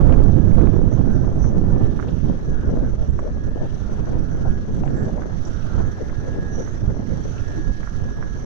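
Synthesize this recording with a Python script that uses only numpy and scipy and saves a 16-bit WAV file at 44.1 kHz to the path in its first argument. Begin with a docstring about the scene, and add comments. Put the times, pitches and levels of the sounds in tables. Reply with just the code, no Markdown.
"""Gusts under a wind turbine

At the foot of a large turbine, on a hand-held camera's stereo microphone. Gusts hit the two ports
directly, and each rumbles, sputters and hoots in its own eddies. Farther off the blades swish by
and the gearbox whines; a small bird chirps thinly in the distance."""
import sys
import numpy as np
from scipy import signal
from scipy.fft import rfft, irfft, next_fast_len
from scipy.io import wavfile
from scipy.ndimage import uniform_filter1d, minimum_filter1d

SR = 44100
rng = np.random.default_rng(int(sys.argv[2]) if len(sys.argv) > 2 else 0)


def materialize(psi):
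    """Save the field psi as 16-bit PCM at rate SR to the path in sys.argv[1].

    A 1-D psi becomes a single channel; in a 2-D psi each row is a channel.
    """
    bounded = np.clip(np.atleast_2d(psi).T, -1, 1)
    quanta = np.round(bounded * 32767).astype(np.int16)
    wavfile.write(sys.argv[1], SR, quanta)


N = 372644
FRAME, HOP = 1024, 256
TIME = np.arange(N) / SR
FRAME_S = np.arange(N // HOP + 5) * HOP / SR
BIN_HZ = np.fft.rfftfreq(FRAME, 1 / SR)


def gain_of(db):
    """Decibels to amplitude."""
    return 10 ** (np.asarray(db) / 20)


def unit_rms(x):
    """Scales to rms 1."""
    return x / np.sqrt(np.mean(x ** 2) + 1e-20)


def at_hz(points, hz):
    """A spectrum's value, interpolated on a log-frequency axis."""
    f, value = np.transpose(points)
    return np.interp(np.log(hz + 1), np.log(f + 1), value)


def at_time(rows, t):
    """The columns of a curve table at times t."""
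    times, *columns = np.transpose(rows)
    return [np.interp(t, times, column) for column in columns]


def add(mix, start_s, sound):
    """Mixes a sound in at start_s, or at zero if that is negative."""
    part = mix[max(round(start_s * SR), 0):][:len(sound)]
    part += sound[:len(part)]


def filtered(x, response):
    """Filters by a gain that is a function of frequency."""
    size = next_fast_len(len(x) + 2048, True)
    return irfft(rfft(x, size) * response(np.fft.rfftfreq(size, 1 / SR)), size)[:len(x)]


def lowpass(x, hz, order):
    """Rolls off above hz, by 6 dB an octave for each order."""
    return filtered(x, lambda f: 1 / (1 + (f / hz) ** order))


def wander(rate_hz):
    """A smooth random curve of rms 1, moving at up to about rate_hz."""
    coarse = TIME[::32]
    hz = np.fft.rfftfreq(len(coarse), coarse[1])
    spectrum = rfft(rng.standard_normal(len(coarse))) / (1 + (hz / rate_hz) ** 4)
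    return unit_rms(np.interp(TIME, coarse, irfft(spectrum, len(coarse))))


def band_noise(count, hz, width_hz):
    """Noise of rms 1 in one resonance."""
    white = rng.standard_normal(count)
    return unit_rms(filtered(white, lambda f: 1 / (1 + (2 * (f - hz) / width_hz) ** 2)))


def shaped(noise, field_db):
    """Gives unit white noise a level per Hz that changes in time (frames x bins)."""
    framing = dict(nperseg=FRAME, noverlap=FRAME - HOP)
    frames = signal.stft(np.pad(noise, (0, 2 * FRAME)), **framing)[2][:, :len(FRAME_S)]
    return np.sqrt(SR / 2) * signal.istft(frames * gain_of(field_db.T), **framing)[1][:N]


# Steady wind on each port, easing as the camera turns. Small eddies are bright, large ones weighty.
# time_s, strength_db, brightness_db, weight_db
LEFT_FLOW = [(0.0, 2, -2, 4), (.45, -3.5, -2, 10.5), (.8, 1, -7.5, 6.5), (1.25, 2.5, -1.5, 1),
             (1.65, 5.5, -3.5, 5), (2.1, 2.5, -1.5, -3.5), (2.55, 4.5, -6.5, -2.5), (3.0, 4.5, -7.5, -3),
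             (3.4, 0.5, -7, 2.5), (3.85, -4.5, 2.5, 1), (4.1, 4, 0, -4), (4.8, 3, -12, 3),
             (5.2, 0.5, 2, -10), (5.6, -8.5, 7, -3), (5.85, -5, 3.5, 0), (6.5, 0.5, 2, 2),
             (7.4, -2.5, 3, -3), (8.44, -1, -2.5, 3)]
RIGHT_FLOW = [(0.0, 14, 7.5, 2), (.3, 12, -2, 3.5), (.65, 9.5, -0.5, 0), (1.0, 7.5, -2.5, -3.5),
              (1.35, 6, -0.5, -3), (1.8, 6.5, -2, 1.5), (2.099, 1.5, -2.5, -3), (2.5, -5.5, -9.5, 6),
              (3.0, -3.5, -7.5, 5), (3.5, -5, -11, 6.5), (3.9, -1.5, -9, 3), (4.2, 0, -8, 3.5),
              (4.6, -0.5, -12, 4.5), (5.1, -0.5, -3.5, -1.5), (5.4, -3.5, -10, 3), (6.0, -4, -5.5, 4),
              (6.55, -2.5, 1, 1), (7.0, -3.5, -6.5, 0.5), (7.5, -6, -13, 6), (8.44, -8, -9, 5)]
# Gusts that bump the mic, and lulls: middle_s, length_s, left_db, right_db, brightness_db, weight_db
GUSTS_AND_LULLS = [(.17, 0.35, 1, -1, 3, 1.5), (0.38, 0.14, -5, 3, -3, -5), (0.635, 0.13, 3.5, 4, 0.5, 1),
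                   (1.249, 0.039, 8.5, 3.5, 0, -1), (1.335, 0.085, 2, -7, 2, 2.5),
                   (1.44, 0.087, -1, 0.5, 1, 8), (1.59, 0.11, -1.5, -0.5, -4.5, -1),
                   (1.784, 0.089, 3, 0.5, 1.5, -1), (2.189, 0.14, -5.5, 1.5, -5, 3.5),
                   (2.287, 0.16, 4.5, 9, -3.5, -6.5), (2.526, 0.15, 4, 3, 2, 0.5),
                   (2.749, 0.25, 7.5, 8.5, 1, -1.5), (3.01, 0.079, 0.5, -7.5, 2, 9),
                   (3.127, 0.1, -3, 0.5, -2, 6.5), (3.248, 0.12, -1.5, -10.5, 9, 7.5),
                   (3.48, 0.033, 4.5, -5, 3.5, -2), (3.632, 0.17, 11.5, 2.5, -7, -4.5),
                   (3.77, 0.066, -3, -5.5, 2, -1.5), (4.163, 0.18, 2, 6, 2, -4), (4.27, .06, 1, 1, 0.5, -5),
                   (4.51, 0.15, 4, 2, 0, 1), (4.662, 0.16, 2.5, -5.5, 0.5, -1.5),
                   (4.89, 0.58, 5, 5, 3.5, -5.5), (5.187, 0.08, 5, 0, 3, 3), (5.797, 0.23, 6, 4.5, 3, 1.5),
                   (5.99, 0.16, 1, -8, 2.5, 2), (6.194, 0.078, -5, -2.5, 0, 4),
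                   (6.395, 0.084, 5.5, 0.5, -4, -2), (6.753, 0.23, -4, -3, -0.5, 2.5),
                   (6.859, 0.16, 3, 5.5, -3.5, 1.5), (7.063, 0.095, -9, 1, 1, -4),
                   (7.126, 0.29, 3, 7, -5.5, -6), (7.696, 0.1, 5, 5, -5, 1.5), (7.89, 0.08, -3, -7, -4, 6),
                   (8.024, 0.23, 1.5, 3.5, 0, 1)]
def wind_at(port, t):
    """Strength, brightness and weight in dB on port 0 (left) or 1 (right): steady flow plus gusts."""
    strength, bright, weight = at_time((LEFT_FLOW, RIGHT_FLOW)[port], t)
    for middle_s, length_s, left_db, right_db, bright_db, weight_db in GUSTS_AND_LULLS:
        swell = np.cos(np.pi * np.clip((t - middle_s) / length_s, -.5, .5))
        strength += swell * (left_db, right_db)[port]
        bright += swell * bright_db
        weight += swell * weight_db
    return strength, bright, weight


def eddies():
    """White noise whose low bands each carry a steady flow of energy."""
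    white, steadying = rng.standard_normal(N), np.zeros(N)
    for low_hz, high_hz in [(0, 110), (110, 330), (330, 1000)]:
        band = filtered(white, lambda f: (f >= low_hz) & (f < high_hz))
        power = uniform_filter1d(uniform_filter1d(band ** 2, size=2400), size=2400)
        steadying += band * (np.sqrt(power.mean() / power) - 1)
    return white + steadying


# Turbulence right on each port in average wind: frequency_hz, level_db_per_hz
LEFT_TURBULENCE = [(10, -45.5), (43, -56.5), (90, -56.5), (160, -55.5), (280, -57.5), (450, -61),
                   (700, -69), (1000, -76.5), (1450, -85), (2000, -93), (3000, -107), (6000, -125),
                   (16000, -145)]
RIGHT_TURBULENCE = [(10, -34.5), (43, -42.5), (90, -41), (170, -46.5), (280, -53), (450, -61), (700, -70.5),
                    (1000, -79), (1450, -83.5), (2000, -99), (3000, -104), (6000, -113), (10000, -123),
                    (16000, -135)]
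def buffet(port, unsteady_db, puffy_db, sputter_db, sputter_hz, split_hz, puff_slope, top_slope):
    """Wind on one port: large eddies rumble, small ones come in puffs and quick sputters."""
    strength, bright, weight = wind_at(port, FRAME_S)
    strength += unsteady_db * np.interp(FRAME_S, TIME, wander(6.3))
    bright += puffy_db * np.interp(FRAME_S, TIME, wander(6.7))
    small = at_hz([(230, 0.047), (450, 0.56), (720, puff_slope), (1300, top_slope)], BIN_HZ)
    large = at_hz([(80, 0.9), (150, 0)], BIN_HZ)
    average_db = at_hz((LEFT_TURBULENCE, RIGHT_TURBULENCE)[port], BIN_HZ)
    field_db = average_db + strength[:, None] + np.outer(bright, small) + np.outer(weight, large)
    flow = shaped(eddies(), field_db)
    flow *= unit_rms(gain_of(2.33 * wander(25)))  # the whole stream lurches
    rumble = lowpass(flow, split_hz, order=4)
    sputter = unit_rms(gain_of(sputter_db * 2 * np.tanh(wander(sputter_hz) / 2)))
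    return rumble + (flow - rumble) * sputter


def swish(t, blade_s=1.755, start_s=1.735, rise_s=.16, hold_s=.23, fade_s=.82):
    """A blade comes down every blade_s: rise, hold, fade and lull, between about -1/2 and 1/2."""
    corners_s = np.cumsum([0, rise_s, hold_s, fade_s])
    return np.interp((t - start_s) % blade_s, corners_s, [-.54, .64, .45, -.5])[:, None]


# Rush of the blades, heard from the ground: frequency_hz, level_db_per_hz
RUSH_SPECTRUM = [(100, -66.5), (500, -78), (1000, -85.5), (1400, -88), (2000, -95), (2500, -92.5),
                 (3200, -90.5), (4200, -95), (5200, -101), (7000, -108), (11000, -115), (13000, -120),
                 (14200, -117), (15500, -121)]
# Its mean treble level as the camera turns: time_s, left_db, right_db
RUSH_LEVELS = [(0.0, -0.5, -2.5), (1.199, -1.5, -2), (2.1, 0, -2), (3.4, -3, -2), (3.8, -1, -1.5),
               (4.6, -1.5, -0.5), (5.6, -0.5, 1.5), (6.4, 0.5, 0.5), (6.7, 1, 4), (6.92, -2.5, -0.3),
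               (7.15, -2.5, 3), (7.5, 1, 3), (8.44, 0.5, 2)]
def blades(swings_db, patchy_db, flutter_db, hiss_lag_s):
    """Trailing edges rush overhead, swelling as each blade comes down and fading as it climbs."""
    hiss = at_hz([(4200, 0), (5800, 0.75)], BIN_HZ)
    depth = at_hz([(900, 0.16), (2800, 1)], BIN_HZ)  # the lows barely swing
    cycle = (1 - hiss) * swish(FRAME_S) + hiss * swish(FRAME_S - hiss_lag_s)
    ports = []
    for mean_db, swing_db in zip(at_time(RUSH_LEVELS, FRAME_S), swings_db):
        patches = rng.standard_normal((len(FRAME_S), len(BIN_HZ)))
        patches = uniform_filter1d(patches, size=14, axis=0)
        patches = unit_rms(uniform_filter1d(patches, size=10, axis=1))
        swell_db = (mean_db[:, None] + swing_db * cycle) * depth
        field_db = at_hz(RUSH_SPECTRUM, BIN_HZ) + swell_db + patchy_db * patches
        ports.append(shaped(rng.standard_normal(N), field_db) * gain_of(flutter_db * wander(44)))
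    return np.array(ports)


# Resonances inside the mic's right port: frequency_hz, gain_db
CAVITY_RESPONSE = [(600, -2), (1000, 1.5), (1400, 11), (2000, 7), (2500, -6), (3200, -3.5), (4200, -0.5),
                   (5200, 5.5), (5800, 18.5), (6300, 18.5), (7000, 4.5), (8500, -2.5), (13000, 0),
                   (15000, 1)]
def port_cavity(sound):
    """The right port's cavity colours distant sound on its way in."""
    return filtered(sound, lambda f: gain_of(at_hz(CAVITY_RESPONSE, f)))


# The gears up the tower speed up slightly: time_s, pitch_hz
MESH_PITCH = [(0.0, 1650), (2.6, 1651), (3.6, 1661), (4.3, 1655), (5.0, 1666), (5.8, 1661), (6.5, 1663),
              (7.0, 1667), (7.7, 1663), (8.44, 1664)]
# Their whine comes and goes on the wind: time_s, mesh_left_db, mesh_right_db, sideband_right_db
WHINE_LEVELS = [(0, -69.5, -55.0, -62.5), (0.45, -57.0, -50.5, -56.0), (0.78, -60.5, -51.0, -59.5),
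                (1.05, -59.0, -64.0, -62.0), (1.5, -65.0, -68.0, -64.5), (1.8, -65.5, -61.0, -51.5),
                (2.15, -63.0, -55.5, -61.5), (2.33, -64.5, -56.5, -59.0), (2.55, -54.0, -47.5, -57.5),
                (2.8, -60.0, -56.0, -73.5), (3.1, -65.5, -62.0, -61.5), (3.4, -60.5, -51.5, -57.5),
                (3.62, -57.0, -49.5, -51.0), (3.82, -69.0, -64.5, -59.5), (4.0, -53.0, -58.5, -57.5),
                (4.2, -59.5, -58.0, -55.5), (4.52, -57.5, -46.0, -64.5), (4.78, -71.5, -58.0, -64.5),
                (5.02, -57.0, -45.5, -49.0), (5.17, -57.5, -54.5, -61.0), (5.3, -53.0, -52.0, -55.0),
                (5.55, -61.5, -59.0, -68.0), (5.85, -51.0, -49.5, -53.5), (6.1, -55.0, -54.0, -56.0),
                (6.3, -54.0, -46.0, -55.5), (6.52, -52.0, -44.0, -49.5), (6.78, -55.5, -57.5, -60.0),
                (7.1, -56.0, -50.0, -55.5), (7.33, -56.5, -57.0, -61.5), (7.52, -55.0, -45.5, -49.5),
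                (7.72, -54.5, -43.5, -52.5), (7.95, -57.0, -49.0, -57.0), (8.15, -60.0, -46.5, -57.5),
                (8.35, -58.5, -46.0, -60.5), (8.44, -60.5, -48.5, -57.0)]
def gearbox(level_db, spacing_hz, left_sideband_db, outer_db, waver_hz, flicker_db, fuzz_db, fuzz_hz):
    """A mesh tone and two upper sidebands follow the rotor's speed, roughened by the moving air."""
    out = np.zeros((2, N))
    mesh_hz, = at_time(MESH_PITCH, TIME)
    left_db, right_db, right_sideband_db = at_time(WHINE_LEVELS, TIME)
    inner_db = np.array([left_db + left_sideband_db, right_sideband_db])
    right_lag_turns = .38 + .05 * wander(1.3)
    for order, levels in enumerate([(left_db, right_db), inner_db, inner_db + outer_db]):
        turns = np.cumsum(mesh_hz + order * spacing_hz + waver_hz * wander(13)) / SR
        for port, db in enumerate(levels):
            scatter = 1 + gain_of(fuzz_db) * (wander(fuzz_hz) + 1j * wander(fuzz_hz))
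            tone = np.sqrt(2) * (scatter * np.exp(2j * np.pi * (turns - port * right_lag_turns))).real
            out[port] += tone * gain_of(level_db + db + flicker_db * wander(8.1))
    return out


# Breathy notes right at the mic:
# middle_s, half_length_s, pitch_hz, width_hz, level_db, bend_octaves (each way), port
PORT_NOTES = [(.134, 0.16, 298, 103, -28, 0, 0), (.989, 0.031, 417, 160, -39, -0.017, 1),
              (1.147, 0.16, 1500, 220, -49, .08, 1), (2.612, 0.17, 1520, 400, -48.5, 0.015, 1),
              (2.78, .13, 520, 450, -34, 0.025, 0), (2.85, 0.086, 1540, 260, -50, 0, 1),
              (3.025, 0.076, 507, 450, -34, 0, 0), (3.173, 0.087, 396, 130, -35.5, 0, 0),
              (3.258, .059, 510, 220, -30, 0.16, 0), (3.572, 0.028, 460, 457, -29, 0.011, 0),
              (3.632, 0.062, 550, 453, -31, 0, 0), (3.863, .12, 1390, 260, -52.5, -0.019, 1),
              (4.35, 0.22, 1430, 260, -52, 0, 1), (4.48, 0.096, 1460, 260, -47, .08, 1),
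              (4.467, 0.042, 525, 560, -29, 0, 0), (4.856, 0.037, 686, 450, -32.5, -0.041, 0),
              (4.989, .16, 1490, 550, -49.5, 0, 1), (5.088, 0.033, 560, 350, -31, -0.01, 0),
              (5.179, 0.043, 597, 380, -31, .2, 0), (5.56, .15, 1500, 440, -49, 0, 1),
              (5.769, .26, 1377, 300, -47, -.08, 1), (6.018, .024, 422, 170, -24.5, -.25, 0),
              (6.281, 0.035, 457, 170, -29.5, -0.13, 0), (6.367, 0.027, 388, 200, -30, -0.29, 0),
              (6.426, 0.027, 550, 100, -38, -0.02, 0), (6.599, 0.034, 510, 280, -26, -0.0046, 0),
              (7.125, .04, 505, 130, -30.5, 0.12, 0), (7.38, 0.16, 1402, 260, -50.5, -0.02, 1),
              (7.594, .039, 299, 90, -26, -0.017, 0)]
def hoots(port_db, steadiness):
    """Resonances swell, bend and fade as air crosses a port: narrow ones hoot, wide ones puff."""
    out = np.zeros((2, N))
    for middle_s, half_s, hz, width_hz, db, bend_octaves, port in PORT_NOTES:
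        count = int(2 * half_s * SR)
        air = signal.hilbert(lowpass(band_noise(count, hz, width_hz), hz + width_hz, order=12))
        power = abs(uniform_filter1d(abs(air) ** 2, size=300))
        air /= power ** (steadiness / 2)
        shift_hz = hz * (2 ** (bend_octaves * np.linspace(-1, 1, count)) - 1)
        note = unit_rms((air * np.exp(2j * np.pi * np.cumsum(shift_hz) / SR)).real)
        add(out[port], middle_s - half_s, gain_of(db + port_db[port]) * note * np.hanning(count))
    return out


def stray_eddies(level_db, spread_db, growth, low_hz, high_hz, per_port):
    """Chance eddies, louder in strong, bright wind: rows of time_s, level_db, pitch_hz, port."""
    rows = []
    for port in (0, 1):
        when, weakness, pitch = rng.random((per_port, 3)).T
        time_s = when * N / SR
        strength, bright, _ = wind_at(port, time_s)
        db = level_db + growth * (strength + bright) - spread_db * weakness
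        hz = low_hz * (high_hz / low_hz) ** pitch
        rows += [(*row, port) for row in zip(time_s, db, hz)]
    return rows


# The sharpest eddies slap the mic, large ones with a thud: crest_s, level_db, pitch_hz, port
SHARP_EDDIES = [(0.046, -17, 520, 1), (0.096, -12.5, 700, 1), (0.138, -16.5, 700, 1), (0.204, -6, 413, 1),
                (0.263, -16, 500, 1), (0.583, -13, 560, 1), (0.599, -19, 1010, 1), (0.672, -18, 800, 1),
                (0.766, -9, 390, 1), (0.792, -11, 380, 1), (0.817, -10.5, 420, 1), (0.994, -14, 420, 1),
                (1.279, -19, 720, 1), (1.316, -19.5, 560, 0), (1.443, -21, 1350, 1), (1.568, -14, 426, 1),
                (1.615, -11, 293, 1), (1.761, -8, 304, 1), (1.992, -18.5, 1250, 1), (1.999, -18, 1340, 1),
                (2.027, -19.5, 1440, 1), (2.259, -15, 300, 0), (2.298, -18, 700, 0), (2.3, -12, 260, 1),
                (2.692, -12, 420, 0), (2.984, -26, 600, 0), (3.087, -20, 313, 1), (3.191, -17.5, 1100, 1),
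                (3.194, -18.5, 560, 0), (3.277, -25, 800, 0), (3.56, -13, 302, 0), (4.837, -16.5, 800, 0),
                (4.877, -25.5, 1540, 0), (5.093, -26, 700, 0), (5.221, -22, 1400, 1), (5.235, -25, 1410, 1),
                (5.258, -16.5, 420, 0), (6.097, -26.5, 1622, 1), (6.128, -27, 1060, 0),
                (6.677, -22.5, 1390, 1), (6.968, -20, 480, 0), (6.995, -11, 230, 1), (7.175, -23, 480, 0),
                (7.832, -23.5, 1621, 1), (7.875, -19.5, 1300, 1), (8.227, -17, 1420, 1)]
def slaps(strays, level_db, rise_cycles, ring_cycles, wake_db, wake_s, snap_db, snap_top_hz):
    """A rounded pressure pulse snaps at its crest, rings a cycle or two and leaves a rustling wake."""
    out, t = np.zeros((2, N)), np.arange(-400, 2400) / SR
    wake_age = np.maximum(t, 0) / wake_s
    taper = signal.windows.tukey(len(t), .1)
    for crest_s, db, hz, port in SHARP_EDDIES + strays:
        turns = hz * t
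        pulse = np.cos(2 * np.pi * turns) / (np.exp(-turns / rise_cycles) + np.exp(turns / ring_cycles))
        snap_phase = np.pi * min(2 * hz, snap_top_hz) * t
        snap = (1 - 2 * snap_phase ** 2) * np.exp(-snap_phase ** 2)
        rustle = lowpass(band_noise(len(t), hz, hz), 1.6 * hz, order=6)
        wake = rustle * wake_age * np.exp(1 - wake_age)
        slap = pulse / pulse.max() + gain_of(snap_db) * snap + gain_of(wake_db) * wake
        add(out[port], crest_s + t[0], gain_of(db + level_db) * slap * taper)
    return out


# The loudest wind ticks on the mic: start_s, level_db, pitch_hz, width_hz, decay_s, port
LOUD_TICKS = [(0.096, -38, 2200, 2200, 0.0008, 1), (0.124, -33, 2200, 3000, 0.00094, 1),
              (0.139, -32.5, 1900, 2600, 0.0014, 1), (0.204, -40, 2300, 3500, 0.00072, 1),
              (.238, -28, 4000, 16000, 0.00026, 1), (0.385, -35, 1700, 1600, 0.0012, 1),
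              (.582, -35, 2000, 1900, 0.0013, 1), (.598, -33, 1800, 1400, 0.001, 1),
              (.613, -32.5, 1700, 1800, 0.0011, 1), (0.516, -39, 1900, 1400, 0.001, 1),
              (0.671, -33.5, 1790, 1600, 0.00094, 1), (2.079, -40.5, 3220, 2400, 0.0057, 0),
              (3.082, -57, 7300, 1100, 0.003, 1), (3.106, -55, 7300, 1100, 0.002, 1),
              (3.157, -56, 6800, 1500, 0.004, 1), (3.19, -51, 6800, 2200, 0.003, 1),
              (3.188, -33, 1200, 1700, 0.0043, 1), (4.835, -37, 2400, 2200, 0.0008, 0),
              (4.849, -45, 2000, 1600, 0.0072, 0), (4.876, -39, 2400, 2200, 0.0015, 0),
              (5.449, -38, 5840, 1400, 0.0045, 1), (5.467, -43, 6200, 2400, 0.0086, 1),
              (7.377, -39, 2780, 2200, 0.0054, 0)]
def ticks(strays, level_db, crackle_width_hz, crackle_decay_s):
    """Tiny noise bursts at a port, each in one broad resonance; stray eddies crackle in between."""
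    out, t = np.zeros((2, N)), np.arange(3000) / SR
    crackle = [(s, db, hz, crackle_width_hz, crackle_decay_s, port) for s, db, hz, port in strays]
    for start_s, db, hz, width_hz, decay_s, port in LOUD_TICKS + crackle:
        burst = rng.standard_normal(len(t)) * (t / decay_s) * np.exp(-t / decay_s)
        tick = filtered(burst, lambda f: 1 / (1 + (2 * (f - hz) / width_hz) ** 2) ** 1.7)
        add(out[port], start_s, gain_of(db + level_db) * tick / abs(tick).max())
    return out


# A small bird, far off: start_s, length_s, start_hz, end_hz, level_db, buzz_depth
BIRD_NOTES = [(0.895, 0.1, 6270, 6240, -70.5, .2), (0.91, .06, 6370, 6390, -72, .4),
              (0.892, .08, 5740, 5710, -72, .1), (1.209, 0.11, 6250, 6210, -77.5, .1),
              (1.375, 0.16, 6230, 5970, -69.5, .1), (1.374, 0.14, 5930, 5790, -66, 0),
              (3.11, 0.12, 5670, 5540, -75, 0.6), (3.222, 0.1, 5570, 5380, -75.5, .4),
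              (3.3, 0.1, 5420, 5380, -79, .1), (4.71, 0.12, 7620, 7560, -73, .8),
              (4.818, 0.12, 7370, 7190, -70, .4), (4.931, 0.13, 7470, 7500, -65, 0.7),
              (5.022, .07, 7500, 7400, -71, 0.8), (6.322, 0.069, 6200, 6200, -86, .1),
              (6.452, 0.36, 6430, 6280, -67.5, .05), (6.494, 0.11, 6120, 6000, -76, 0.2),
              (6.5, 0.19, 5860, 5880, -62.5, 0.2)]
def bird(left_db, right_db, buzz_hz, jitter_hz, flutter_db, breath):
    """Thin gliding notes with a breathy edge, some with a fast buzz; they flutter in the wind."""
    song, jitter = np.zeros(N), jitter_hz * wander(150)
    for start_s, length_s, start_hz, end_hz, db, buzz_depth in BIRD_NOTES:
        t = np.arange(int(length_s * SR)) / SR
        glide_hz = start_hz + (end_hz - start_hz) * (t / length_s) ** 2
        hz = glide_hz + jitter[int(start_s * SR):][:len(t)]
        buzz = 1 + buzz_depth * np.sin(2 * np.pi * buzz_hz * t)
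        note = np.sin(2 * np.pi * np.cumsum(hz) / SR) * buzz
        swell = np.sin(np.pi * t / length_s)
        hiss = breath * swell ** 2 * band_noise(len(t), start_hz, width_hz=1500)
        add(song, start_s, gain_of(db) * swell * (note + hiss))
    return song * gain_of(flutter_db * wander(60)) * gain_of([[left_db], [right_db]])


def scene():
    """Wind right on the microphone, with the blades, gearbox and bird behind it."""
    rush = blades(swings_db=(3.5, 1.5), patchy_db=1.92, flutter_db=1.78, hiss_lag_s=.04)
    song = bird(left_db=-5.5, right_db=.5, buzz_hz=265, jitter_hz=11, flutter_db=2, breath=.49)
    far_left, far_right = rush + song
    far = np.array([far_left, port_cavity(far_right)])
    wind = np.array([
        buffet(port=0, unsteady_db=1, puffy_db=1.1, sputter_db=4, sputter_hz=60.3,
               split_hz=590, puff_slope=.96, top_slope=.98),
        buffet(port=1, unsteady_db=.5, puffy_db=1.1, sputter_db=3, sputter_hz=73,
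               split_hz=630, puff_slope=.56, top_slope=.92)])
    wind += hoots(port_db=(1, 5), steadiness=.7)
    small = stray_eddies(level_db=-34, spread_db=10.5, growth=.5, low_hz=500, high_hz=1400, per_port=16)
    wind += slaps(small, level_db=-3, rise_cycles=.3, ring_cycles=.8,
                  wake_db=-17, wake_s=.005, snap_db=-9, snap_top_hz=930)
    tiny = stray_eddies(level_db=-43.5, spread_db=14, growth=.8, low_hz=1100, high_hz=1800, per_port=160)
    wind += ticks(tiny, level_db=3.5, crackle_width_hz=1500, crackle_decay_s=.0015)
    whine = gearbox(level_db=.5, spacing_hz=100, left_sideband_db=-7, outer_db=-11,
                    waver_hz=1.2, flicker_db=1, fuzz_db=-17, fuzz_hz=28)
    return far + wind + whine


def record(dry):
    """The camera's soft limiter rides down the strongest gusts; its band limit trims the top."""
    ceiling, knee, edge_hz = .88, 8, 15700
    soft_gain = (1 + (abs(dry) / ceiling) ** knee) ** (-1 / knee)
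    held_gain = minimum_filter1d(soft_gain, size=241)
    limited = dry * uniform_filter1d(uniform_filter1d(held_gain, size=121), size=121)
    limited *= signal.windows.tukey(N, .001)
    band_limit = signal.firwin(511, edge_hz, window=("kaiser", 9), fs=SR)
    return signal.oaconvolve(limited, band_limit[None], "same")


dry = scene()
out = record(dry)
materialize(out)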